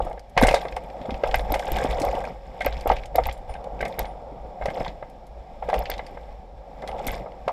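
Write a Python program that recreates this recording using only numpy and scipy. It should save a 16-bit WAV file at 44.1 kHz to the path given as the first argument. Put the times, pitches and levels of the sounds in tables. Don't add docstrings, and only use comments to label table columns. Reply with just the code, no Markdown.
import sys
import numpy as np
from scipy import signal
from scipy.fft import rfft, irfft, next_fast_len
from scipy.io import wavfile
from scipy.ndimage import uniform_filter1d

SR = 44100
rng = np.random.default_rng(int(sys.argv[2]) if len(sys.argv) > 2 else 0)


def transcribe(u):
    v = np.clip(np.atleast_2d(u).T, -1, 1)
    q = np.round(v * 32767).astype(np.int16)
    wavfile.write(sys.argv[1], SR, q)


N = 331632


def gain_of(db):
    return 10 ** (np.asarray(db) / 20)


def evened(x):
    return x / np.sqrt(np.mean(x ** 2) + 1e-20)


def peaked(x):
    return x / (abs(x).max() + 1e-20)


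def add(mix, start_s, sound):
    part = mix[round(start_s * SR):][:len(sound)]
    part += sound[:len(part)]


def band(x, lo_hz, hi_hz):
    return signal.sosfilt(signal.butter(4, [lo_hz, hi_hz], "bandpass", fs=SR, output="sos"), x)


def colour(x, points):
    point_hz, point_db = np.transpose(points)
    size = next_fast_len(len(x))
    hz = np.fft.rfftfreq(size, 1 / SR)
    shape_db = np.interp(np.log(hz + 1), np.log(point_hz + 1), point_db, left=-90, right=-90)
    shaped = irfft(rfft(x, size) * gain_of(shape_db), size)
    return evened(shaped[:len(x)])


def ring(x, modes):
    out = np.zeros(len(x))
    for k, (pitch_hz, width_hz, level_db) in enumerate(modes):
        r = np.exp(-np.pi * width_hz / SR)
        poles = [1, -2 * r * np.cos(2 * np.pi * pitch_hz / SR), r * r]
        resonance = (1 - r) * signal.lfilter([1, 0, -1], poles, x)
        out += (-1) ** k * gain_of(level_db) * resonance
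    return out


def grit(per_s, spread_db, smear_ms, steady):
    jolt_db = spread_db * np.minimum(rng.exponential(1, N), 3.2)
    jolts = gain_of(jolt_db) * (rng.random(N) < per_s / SR)
    r = np.exp(-1000 / (smear_ms * SR))
    jumpy = evened(signal.lfilter([1], [1, -r], jolts))
    steady = np.clip(steady, 0, 1)
    return np.sqrt(steady + (1 - steady) * jumpy ** 2) * rng.standard_normal(N)


def puff(t60_ms):
    t = np.arange(2400) / SR
    burst = gain_of(-60e3 * t / max(t60_ms, 3))
    crack = 3.6 * np.exp(-t / 0.0015)
    onset = 1 - np.exp(-t / 0.00076)
    return (burst + crack) * onset * rng.standard_normal(len(t))


# widest_s, level_db, t60_s
BUMPS = [(0.0, -27, 0.53), (0.387, -23, 0.64), (0.44, -15, 0.34), (0.51, -22, 0.15), (0.73, -31, 0.28),
         (1.14, -31, 0.22), (1.26, -26, 1), (1.359, -24.5, 0.66), (1.51, -24.5, 0.41), (1.718, -21.5, 0.47),
         (1.9, -26.5, 0.64), (2.07, -26.5, 0.66), (2.46, -40, 0.9), (2.67, -25, 0.64), (2.891, -25, 0.72),
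         (2.96, -28, 0.24), (3.171, -26, 0.98), (3.268, -25, 0.19), (3.499, -33.5, .5), (3.67, -43, 0.13),
         (3.82, -29.5, 0.3), (4.008, -27, 0.38), (4.63, -28.5, 0.39), (4.79, -35.5, 1), (5.06, -53, 1),
         (5.38, -43, 0.25), (5.65, -37.5, 0.6), (5.78, -28.5, .4), (5.92, -29, 0.3), (6.1, -52, .2),
         (6.29, -40, .5), (6.58, -42, 0.17), (6.888, -38.5, 1), (7.09, -24.5, 0.44)]
SWING_RISE_S = 0.017


def swings():
    t = np.arange(N) / SR
    power = np.zeros(N)
    for widest_s, level_db, t60_s in BUMPS:
        part = slice(max(round((widest_s - .2) * SR), 0), round((widest_s + 1) * SR))
        late_s = t[part] - widest_s
        slope_db = np.where(late_s < 0, 10 * late_s / SWING_RISE_S, -60 * late_s / t60_s)
        power[part] += gain_of(level_db + slope_db) ** 2
    return power


# time_s, shell_rumble_db, loose_chatter_db
ROLL = [(0.0, -23, -48), (.04, -36.5, -66), (.16, -40, -65), (0.22, -49.5, -67), (0.36, -49, -64),
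        (0.54, -30, -38.5), (0.75, -41.5, -58), (0.96, -38, -56), (1.13, -34.5, -53.5), (1.45, -35, -54.5),
        (1.63, -33.5, -43.5), (1.8, -29, -38.5), (2.08, -28, -45.5), (2.28, -34, -52), (2.4, -47.5, -61.5),
        (2.6, -39.5, -55.5), (2.8, -39.5, -49.5), (3.1, -44.5, -69), (3.42, -44.5, -66.5), (3.75, -36, -60),
        (3.87, -34.5, -51.5), (4.15, -40, -63), (4.58, -41, -63), (4.79, -31.5, -43.5), (4.96, -45, -62.5),
        (5.28, -46.5, -66.5), (5.63, -45, -60.5), (5.78, -26, -45), (5.86, -36.5, -54), (6.07, -43, -55),
        (6.55, -48, -70), (6.8, -42, -58.5), (6.95, -32.5, -55), (7.15, -34.5, -41.5), (7.27, -40, -65),
        (7.52, -48, -57)]
BUMP_RUMBLE_DB, BUMP_CHATTER_DB = -9, -20.5


def ride(column, bump_db):
    rows = np.transpose(ROLL)
    rolling = gain_of(np.interp(np.arange(N) / SR, rows[0], rows[column]))
    return 10 * np.log10(rolling ** 2 + gain_of(bump_db) ** 2 * swings())


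# pitch_hz, width_hz, level_db
SHELL = [(534, 88, 1.5), (661.5, 66, 1.5), (733.4, 97, 2.5), (939, 87, -8), (1088, 89, -26),
         (1295, 490, -13.5)]


def rumble():
    level_db = ride(column=1, bump_db=BUMP_RUMBLE_DB)
    steady = 0.82 + (-38.5 - level_db) / 25
    shaken = ring(grit(93, 5.4, 5.3, steady), SHELL)
    low_roar = evened(band(shaken, 415, 884))
    high_roar = evened(band(shaken, 942, 1453))
    return gain_of(level_db) * evened(low_roar + gain_of(-18) * high_roar)


REST_DB, REST_WANDER_DB = -44.5, 2.5


def swing():
    wander = evened(uniform_filter1d(rng.standard_normal(N), size=3000))
    tremble = gain_of(REST_DB + REST_WANDER_DB * wander)
    return np.sqrt(tremble ** 2 + swings())


# pitch_hz, density_db (per Hz)
SWAY = [(12, -13), (22, -1), (30, -7), (42, -2.5), (55, -6.5), (70, -15.5), (90, -17.5), (130, -23.5)]
SWAY_HZ = 50.43


def sway():
    wander = 1 + 0.093 * evened(uniform_filter1d(rng.standard_normal(N), size=2500))
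    cycles = np.cumsum(SWAY_HZ * wander) / SR + rng.random()
    tone = np.sqrt(2) * np.sin(2 * np.pi * cycles)
    murmur = colour(rng.standard_normal(N), SWAY)
    return swing() * evened(tone + 1.09 * murmur)


# pitch_hz, density_db (per Hz)
THUD = [(90, -9), (130, -1.5), (180, 0.5), (245, -4), (310, -7), (400, -5.5), (460, -22)]
BOARDS_DB, BOARDS_FOLLOW = -48.5, 0.77


def boards():
    drone = colour(grit(40, 1.6, 9.6, 0.51), THUD)
    level_db = BOARDS_DB + BOARDS_FOLLOW * (ride(column=1, bump_db=BUMP_RUMBLE_DB) + 39.5)
    return gain_of(level_db) * drone


# low_hz, high_hz
PARTS = [(1100, 1900), (1800, 2600), (2500, 4200), (4000, 6200), (6000, 9500), (9000, 15000)]
# pitch_hz, density_db (per Hz)
CHATTER = [(650, -94.5), (1100, 8), (1440, -34), (2220, 1.5), (2750, -11), (3410, -3), (3910, -29.5),
           (5250, -8.5), (6150, -23.5), (7210, -16.5), (10000, -32), (12700, -22.5), (16500, -88)]
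# pitch_hz, width_hz, level_db
UPPER = [(1576, 74, 9), (2110, 145, 11.5), (2980, 85, -5.5), (3500, 370, -3), (3600, 150, -29),
         (5480, 900, -25)]


def chatter():
    level_db = ride(column=2, bump_db=BUMP_CHATTER_DB)
    steady = np.maximum((-46 - level_db) / 20, .15)
    own = np.zeros(N)
    for low_hz, high_hz in PARTS:
        clicks = evened(band(grit(80, 3.8, 2.0, steady), low_hz, high_hz))
        own += clicks * np.sqrt(high_hz - low_hz)
    shared = grit(86, 3.08, 6.5, steady)
    taps = evened(own) + 0.65 * shared
    ringing = evened(ring(band(taps, 875, 4900), UPPER))
    return gain_of(level_db) * evened(colour(taps, CHATTER) + gain_of(0.5) * ringing)


# pitch_hz, density_db (per Hz)
HISS = [(650, -34), (1100, -10), (1320, -48), (1510, -60), (1630, 2), (1880, -14), (3570, -8), (4880, -12),
        (5400, -10), (6310, -19.5), (12200, -31), (12900, -49), (13400, -51), (16000, -47)]
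HISS_DB = -70.5


def hiss():
    return gain_of(HISS_DB) * colour(rng.standard_normal(N), HISS)


# start_s, level_db (peak)
TICKS = [(0.0484, -44), (0.097, -50), (0.296, -50), (0.4114, -28), (0.436, -23), (0.837, -49), (1.385, -38),
         (1.4076, -43), (1.549, -32), (1.911, -38), (2.24, -46), (3.326, -36), (3.3765, -49), (3.88, -39.5),
         (4.028, -47), (4.8049, -46), (5.0982, -50), (5.2676, -48.5), (5.7492, -44), (6.8836, -40),
         (7.0747, -25)]
TICK_MS = 70


def ticks():
    out = np.zeros(N)
    for start_s, level_db in TICKS:
        add(out, start_s, gain_of(level_db) * peaked(band(puff(TICK_MS), 2900, 12800)))
    return out


# time_s (sound starts 1.5 ms before), level_db (main blow, peak), pitch_hz,
# upper_db (upper ring re level_db), length_ms
KNOCKS = [(0.05, -40, 527, -37, 3.6), (0.068, -21.5, 750, -23, 6), (0.112, -23, 650, -17, 5.5),
          (0.174, -28.5, 520, -14.5, 12), (0.366, -18, 680, -10, 8.7), (0.376, -6.5, 764, -3.5, 4.4),
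          (0.382, -12, 840, -27, 3.4), (0.416, -6, 720, -15, 3), (0.434, -7, 536, -4, 4.4),
          (0.443, -15, 592, -20, 3.9), (0.45, -15, 735, -20, 4.5), (0.457, -10.5, 647, -14, 4.3),
          (0.484, -7.5, 590, -4, 3.9), (0.511, -15, 830, -18, 5.4), (0.516, -18, 755, -16, 6.7),
          (0.541, -4.5, 640, -23, 5), (0.564, -18, 573, -9, 7.2), (0.653, -19, 595, -11.5, 4.2),
          (0.768, -17.5, 850, -11.5, 5), (1.051, -24.5, 623, -19, 9.8), (1.092, -21, 560, -16, 5),
          (1.237, -8.5, 548, -18, 5.8), (1.264, -20, 746, -26, 5), (1.343, -11, 812, -3.5, 4.6),
          (1.394, -21.5, 756, -7.5, 4.4), (1.502, -22, 790, -24, 5.5), (1.52, -16, 567, -24, 4.4),
          (1.539, -15.5, 760, -5.5, 6), (1.558, -12, 600, -15, 4.4), (1.596, -22, 624, -9, 7.6),
          (1.686, -20, 550, -9, 5), (1.772, -22, 856, -9, 10), (1.804, -20, 573, -16, 3.5),
          (1.817, -16.5, 530, -12, 8.8), (1.847, -13.5, 545, -23, 5.3), (1.862, -17, 519, -28, 4.3),
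          (1.989, -21.5, 543, -38, 6.1), (2.005, -22, 603, -17, 6.7), (2.014, -32, 598, -8, 4.3),
          (2.028, -22, 725, -23, 5), (2.042, -17.5, 507, -18, 5.4), (2.07, -19, 540, -30, 4.6),
          (2.089, -18, 708, -32, 3.2), (2.151, -21, 535, -22, 3.2), (2.24, -24, 690, -4.5, 5.9),
          (2.274, -22, 670, -25, 3.7), (2.609, -18.5, 710, -1, 5), (2.65, -19.5, 845, -7, 6.1),
          (2.665, -11, 570, -9.5, 7), (2.859, -13.5, 514, -25, 3.2), (2.869, -16, 689, -19, 4.5),
          (2.901, -4.5, 792, -20, 3.9), (2.914, -11, 534, -13, 2.4), (2.921, -15, 781, -19, 2.6),
          (3.144, -25, 655, -16, 9.2), (3.154, -12.5, 666, -15, 5.7), (3.183, -5.5, 716, -19, 7.6),
          (3.198, -17, 517, -18, 4.2), (3.264, -19.5, 805, -22, 4.6), (3.287, -19, 796, -7, 7.2),
          (3.494, -27, 740, -16, 5), (3.551, -25, 751, -12, 7.9), (3.806, -23, 524, 2, 5.3),
          (3.827, -15.5, 615, -5.5, 5.9), (3.856, -22, 690, -3, 5), (3.986, -22, 617, -6, 4.2),
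          (3.998, -18, 573, -26, 3.1), (4.045, -27, 773, -6, 5.4), (4.612, -21, 586, -14, 5.8),
          (4.623, -24.5, 810, -7, 3.3), (4.657, -16.5, 660, -11, 4.6), (4.682, -20.5, 617, -8, 10.4),
          (4.703, -27, 770, -10, 6.4), (4.806, -21.5, 635, -15, 7.7), (4.864, -24.5, 910, -5.5, 3.6),
          (5.026, -23.5, 575, -13, 5), (5.625, -18.5, 783, -20.5, 6.6), (5.687, -16.5, 534, -19, 7.4),
          (5.699, -17.5, 860, -9.5, 5.9), (5.73, -9.5, 700, -16, 6.1), (5.742, -12, 760, -28, 4.1),
          (5.761, -18, 525, -24, 6.6), (5.897, -19.5, 570, -8, 5.8), (5.993, -22, 830, -7, 6.3),
          (6.171, -27.5, 580, -11, 8.3), (6.823, -27.5, 703, -9, 8.5), (6.839, -22.5, 530, -16, 4.1),
          (6.89, -24, 710, -9, 5), (6.999, -22, 760, -24, 8.2), (7.064, -25.5, 503, -10, 5.2),
          (7.082, -23.5, 760, 0, 5), (7.261, -25.5, 617, -21, 3.6), (7.479, -11.5, 607, -14.5, 4.9),
          (7.493, -16, 930, -23, 4.3)]


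def knocks():
    out, t = np.zeros(N), np.arange(2400) / SR
    for time_s, level_db, pitch_hz, upper_db, length_ms in KNOCKS:
        u = t / (0.00057 * max(length_ms, 1))
        swell = peaked(u ** 2.67 * np.exp(-3.5 * u))
        blow = swell * np.sin(2 * np.pi * (pitch_hz * t + rng.random()))
        tail = 0.56 * (1 - np.exp(-u)) * np.exp(-t / 0.015)
        rough = (swell + tail) * rng.standard_normal(len(t))
        shell = peaked(ring(band(rough, 396, 1354), SHELL))
        wide = band(rough, 920, 3440)
        upper = peaked(peaked(ring(wide, UPPER)) + 0.19 * peaked(wide))
        knock = gain_of(level_db) * peaked(blow + 0.64 * shell)
        add(out, time_s - .0015, knock + gain_of(level_db + upper_db) * upper)
    return out


# start_s, level_db (body), brightest_hz, treble_db (re level_db)
RATTLES = [(0.0817, -43, 2580, -20), (0.1285, -42, 2920, -11), (0.194, -37.5, 4780, -9),
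           (0.376, -12.5, 2410, -15.5), (0.425, -14, 3650, -11.5), (0.4329, -18, 3820, -12.5),
           (0.4693, -16, 2600, -4), (0.488, -14.5, 2460, -18), (0.5107, -18, 2500, -15),
           (0.5284, -21, 2500, -20), (0.5428, -13, 3730, -15), (0.6137, -27, 3370, -24),
           (0.6838, -30.5, 3500, -27), (0.724, -31.5, 2350, -28), (0.7642, -28, 2570, -11.5),
           (0.9003, -38, 2400, -21), (1.0145, -35, 2470, -25), (1.057, -38, 3480, -25),
           (1.1064, -24.5, 3270, -25), (1.1426, -28.5, 2350, -30), (1.2361, -24, 2400, -28),
           (1.274, -31.5, 2500, -8.5), (1.312, -23.5, 3000, -26), (1.3428, -15.5, 2400, -15),
           (1.393, -24.5, 3320, -21), (1.5195, -24, 3580, -14), (1.5414, -18, 2380, -12),
           (1.5937, -25, 3300, -10), (1.6551, -41, 2420, 2), (1.718, -26.5, 2780, -9),
           (1.7607, -22, 2990, -20), (1.785, -24.5, 3380, -13.5), (1.8382, -26.5, 2520, -7.5),
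           (1.9054, -32, 3560, -14), (1.921, -29, 3400, -28), (1.999, -29.5, 2780, -1),
           (2.0168, -23, 4300, -8.5), (2.05, -28, 3470, -10), (2.1126, -31, 2410, -30),
           (2.151, -30, 2830, -15), (2.2039, -38, 2590, -8), (2.2513, -28.5, 2370, -20),
           (2.606, -28.5, 2420, -13), (2.618, -29, 2980, -14), (2.6459, -24, 2440, -17),
           (2.6615, -19, 2470, -19), (2.725, -26.5, 3270, -36), (2.742, -34, 3380, -30),
           (2.7676, -32, 2560, -25), (2.809, -33, 4520, -10), (2.8746, -27.5, 2750, -12),
           (2.892, -23, 2420, -31), (2.916, -22.5, 2400, -21), (2.9657, -26, 2540, -30),
           (2.9851, -33, 2610, -25), (3.035, -30.5, 2310, -26), (3.0565, -34, 2990, -8),
           (3.1578, -23, 3800, -11), (3.236, -26, 3450, -24), (3.2548, -23, 2400, -18),
           (3.2936, -25.5, 2530, -29), (3.3113, -29, 3280, -30), (3.5386, -34.5, 2430, -14),
           (3.6416, -41, 3080, -10), (3.7918, -36.5, 2430, -30), (3.8102, -26, 2420, -11),
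           (3.8514, -27, 2540, -13), (3.924, -33.5, 3500, -37), (3.9907, -23, 3700, -8),
           (4.0173, -32, 3380, -20), (4.054, -30.5, 3300, -26), (4.6568, -26, 2410, -12.5),
           (4.7017, -32, 2410, -17), (4.7431, -37, 3460, -25), (4.7764, -41, 2400, -28),
           (4.8024, -37, 2470, -14), (4.847, -25, 3230, -36), (4.879, -25.5, 3450, -30),
           (5.689, -31.5, 2510, -13), (5.699, -30, 3380, -17), (5.7404, -22, 2500, -18),
           (5.7823, -28.5, 2460, -25), (5.8554, -23.5, 2570, -34), (5.8994, -27, 4640, -9),
           (5.915, -19.5, 3270, -37), (5.938, -25, 3360, -29), (5.9793, -30.5, 3870, -18),
           (6.0653, -34, 4650, -12.5), (6.82, -36.5, 3480, -18), (6.8754, -25.5, 3260, -13.5),
           (6.9142, -33, 2540, -27), (6.992, -33.5, 3300, -37), (7.0688, -24.5, 3310, -7.5),
           (7.1072, -32, 2400, -15), (7.1422, -30, 3500, -31), (7.319, -41, 2370, -31),
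           (7.4798, -25.5, 2430, -18)]
# pitch_hz, width_hz, level_db
PART_MODES = [(2150, 450, 22.5), (3450, 320, -7), (4530, 150, -22), (5410, 150, 7)]
TAP_MS, TAP_MS_PER_DB = 45, 2.5
TOP_DB = -9.5


def rattles():
    out = np.zeros(N)
    for start_s, level_db, brightest_hz, treble_db in RATTLES:
        burst = puff(TAP_MS + TAP_MS_PER_DB * (level_db + 38.5))
        body = band(burst, 1000, 5250)
        own = peaked(ring(body, [(brightest_hz, 350, 0)]))
        shared = peaked(ring(body, PART_MODES))
        tap = .3 * peaked(body) + 0.37 * own + 0.42 * shared
        treble = peaked(band(burst, 5000, 9200))
        top = peaked(band(burst, 9000, 14000))
        tap += gain_of(treble_db) * (treble + gain_of(TOP_DB) * top)
        add(out, start_s, gain_of(level_db) * tap)
    return out


# start_s, level_db (board tone), pitch_hz
THUMPS = [(0.368, -23.5, 155), (0.426, -7.5, 242), (1.009, -29, 238), (1.086, -26, 215), (1.119, -26, 243),
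          (1.52, -23, 295), (1.714, -26.5, 343), (1.845, -21.5, 267), (2.012, -21.5, 297),
          (2.652, -27, 275), (3.157, -31.5, 314), (3.992, -37, 263), (4.682, -26.5, 163), (4.803, -28, 242),
          (4.881, -35, 182), (7.067, -28, 252)]
BEAM_HZ = 102


def thumps():
    out, t = np.zeros(N), np.arange(3000) / SR
    u = t / 0.0036
    envelope = u * np.exp(1 - u)
    beam = 0.55 * np.sin(2 * np.pi * BEAM_HZ * t)
    for start_s, level_db, pitch_hz in THUMPS:
        board = np.sin(2 * np.pi * pitch_hz * t)
        add(out, start_s, gain_of(level_db) * envelope * -(board + beam))
    return out


# time_s (sound starts 0.31 ms after), level_db (peak)
SNAPS = [(0.4206, -21), (1.3579, -20), (1.522, -15), (1.719, -18), (1.7693, -31), (2.0498, -27),
         (2.6616, -17), (2.8748, -21), (2.9354, -40), (3.1579, -16), (3.269, -19.5), (3.9923, -12.5),
         (5.7914, -22), (5.9012, -15.5), (7.068, -18.5), (7.1174, -26)]
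# pitch_hz, width_hz, level_db
CAVITY = [(12700, 1900, 0)]
# pitch_hz, width_hz, level_db
LATCH = [(6900, 570, -12), (4730, 380, 2), (3600, 300, 1)]
LATCH_DB = -15


def snaps():
    out, t = np.zeros(N), np.arange(600) / SR
    for time_s, level_db in SNAPS:
        tick = (t == 0) + 0.15 * np.exp(-t / 0.00029) * rng.standard_normal(len(t))
        cavity = peaked(ring(ring(tick, CAVITY), CAVITY))
        body = peaked(band(ring(tick, LATCH), 1400, 6600))
        click = peaked(cavity + gain_of(LATCH_DB) * body)
        rebound = peaked(band(puff(30), 3000, 13500))
        add(out, time_s + 0.00031, gain_of(level_db) * click)
        add(out, time_s + 0.0064, gain_of(level_db - 25) * rebound)
    return out


# start_s, level_db (upper mode), lower_db (lower mode re upper)
PINGS = [(0.487, -49, -20), (.635, -60, -20), (1.385, -66, -7), (2.92, -64, -35), (3.325, -60, 10),
         (3.494, -52.5, -18), (4.068, -60, -18), (6.887, -61, -16), (7.075, -60, -22)]
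PING_HZ, PING_T60_S = 9527, .2
LOWER_HZ, LOWER_T60_S = 7536, .1


def pings():
    out, t = np.zeros(N), np.arange(9000) / SR
    for start_s, level_db, lower_db in PINGS:
        upper = gain_of(-60 * t / PING_T60_S) * np.sin(2 * np.pi * PING_HZ * t)
        lower = gain_of(lower_db - 60 * t / LOWER_T60_S) * np.sin(2 * np.pi * LOWER_HZ * t)
        add(out, start_s, gain_of(level_db) * (upper + lower))
    return out


def scene():
    steady_layers = rumble() + sway() + boards() + chatter() + hiss()
    events = ticks() + knocks() + rattles() + thumps() + snaps() + pings()
    return (steady_layers + events)[None]


EDGE_HZ = 16580


def record(dry):
    low_pass = signal.firwin(511, EDGE_HZ, window=("kaiser", 9), fs=SR)
    return signal.oaconvolve(dry, low_pass[None], "same")


dry = scene()
out = record(dry)
transcribe(out)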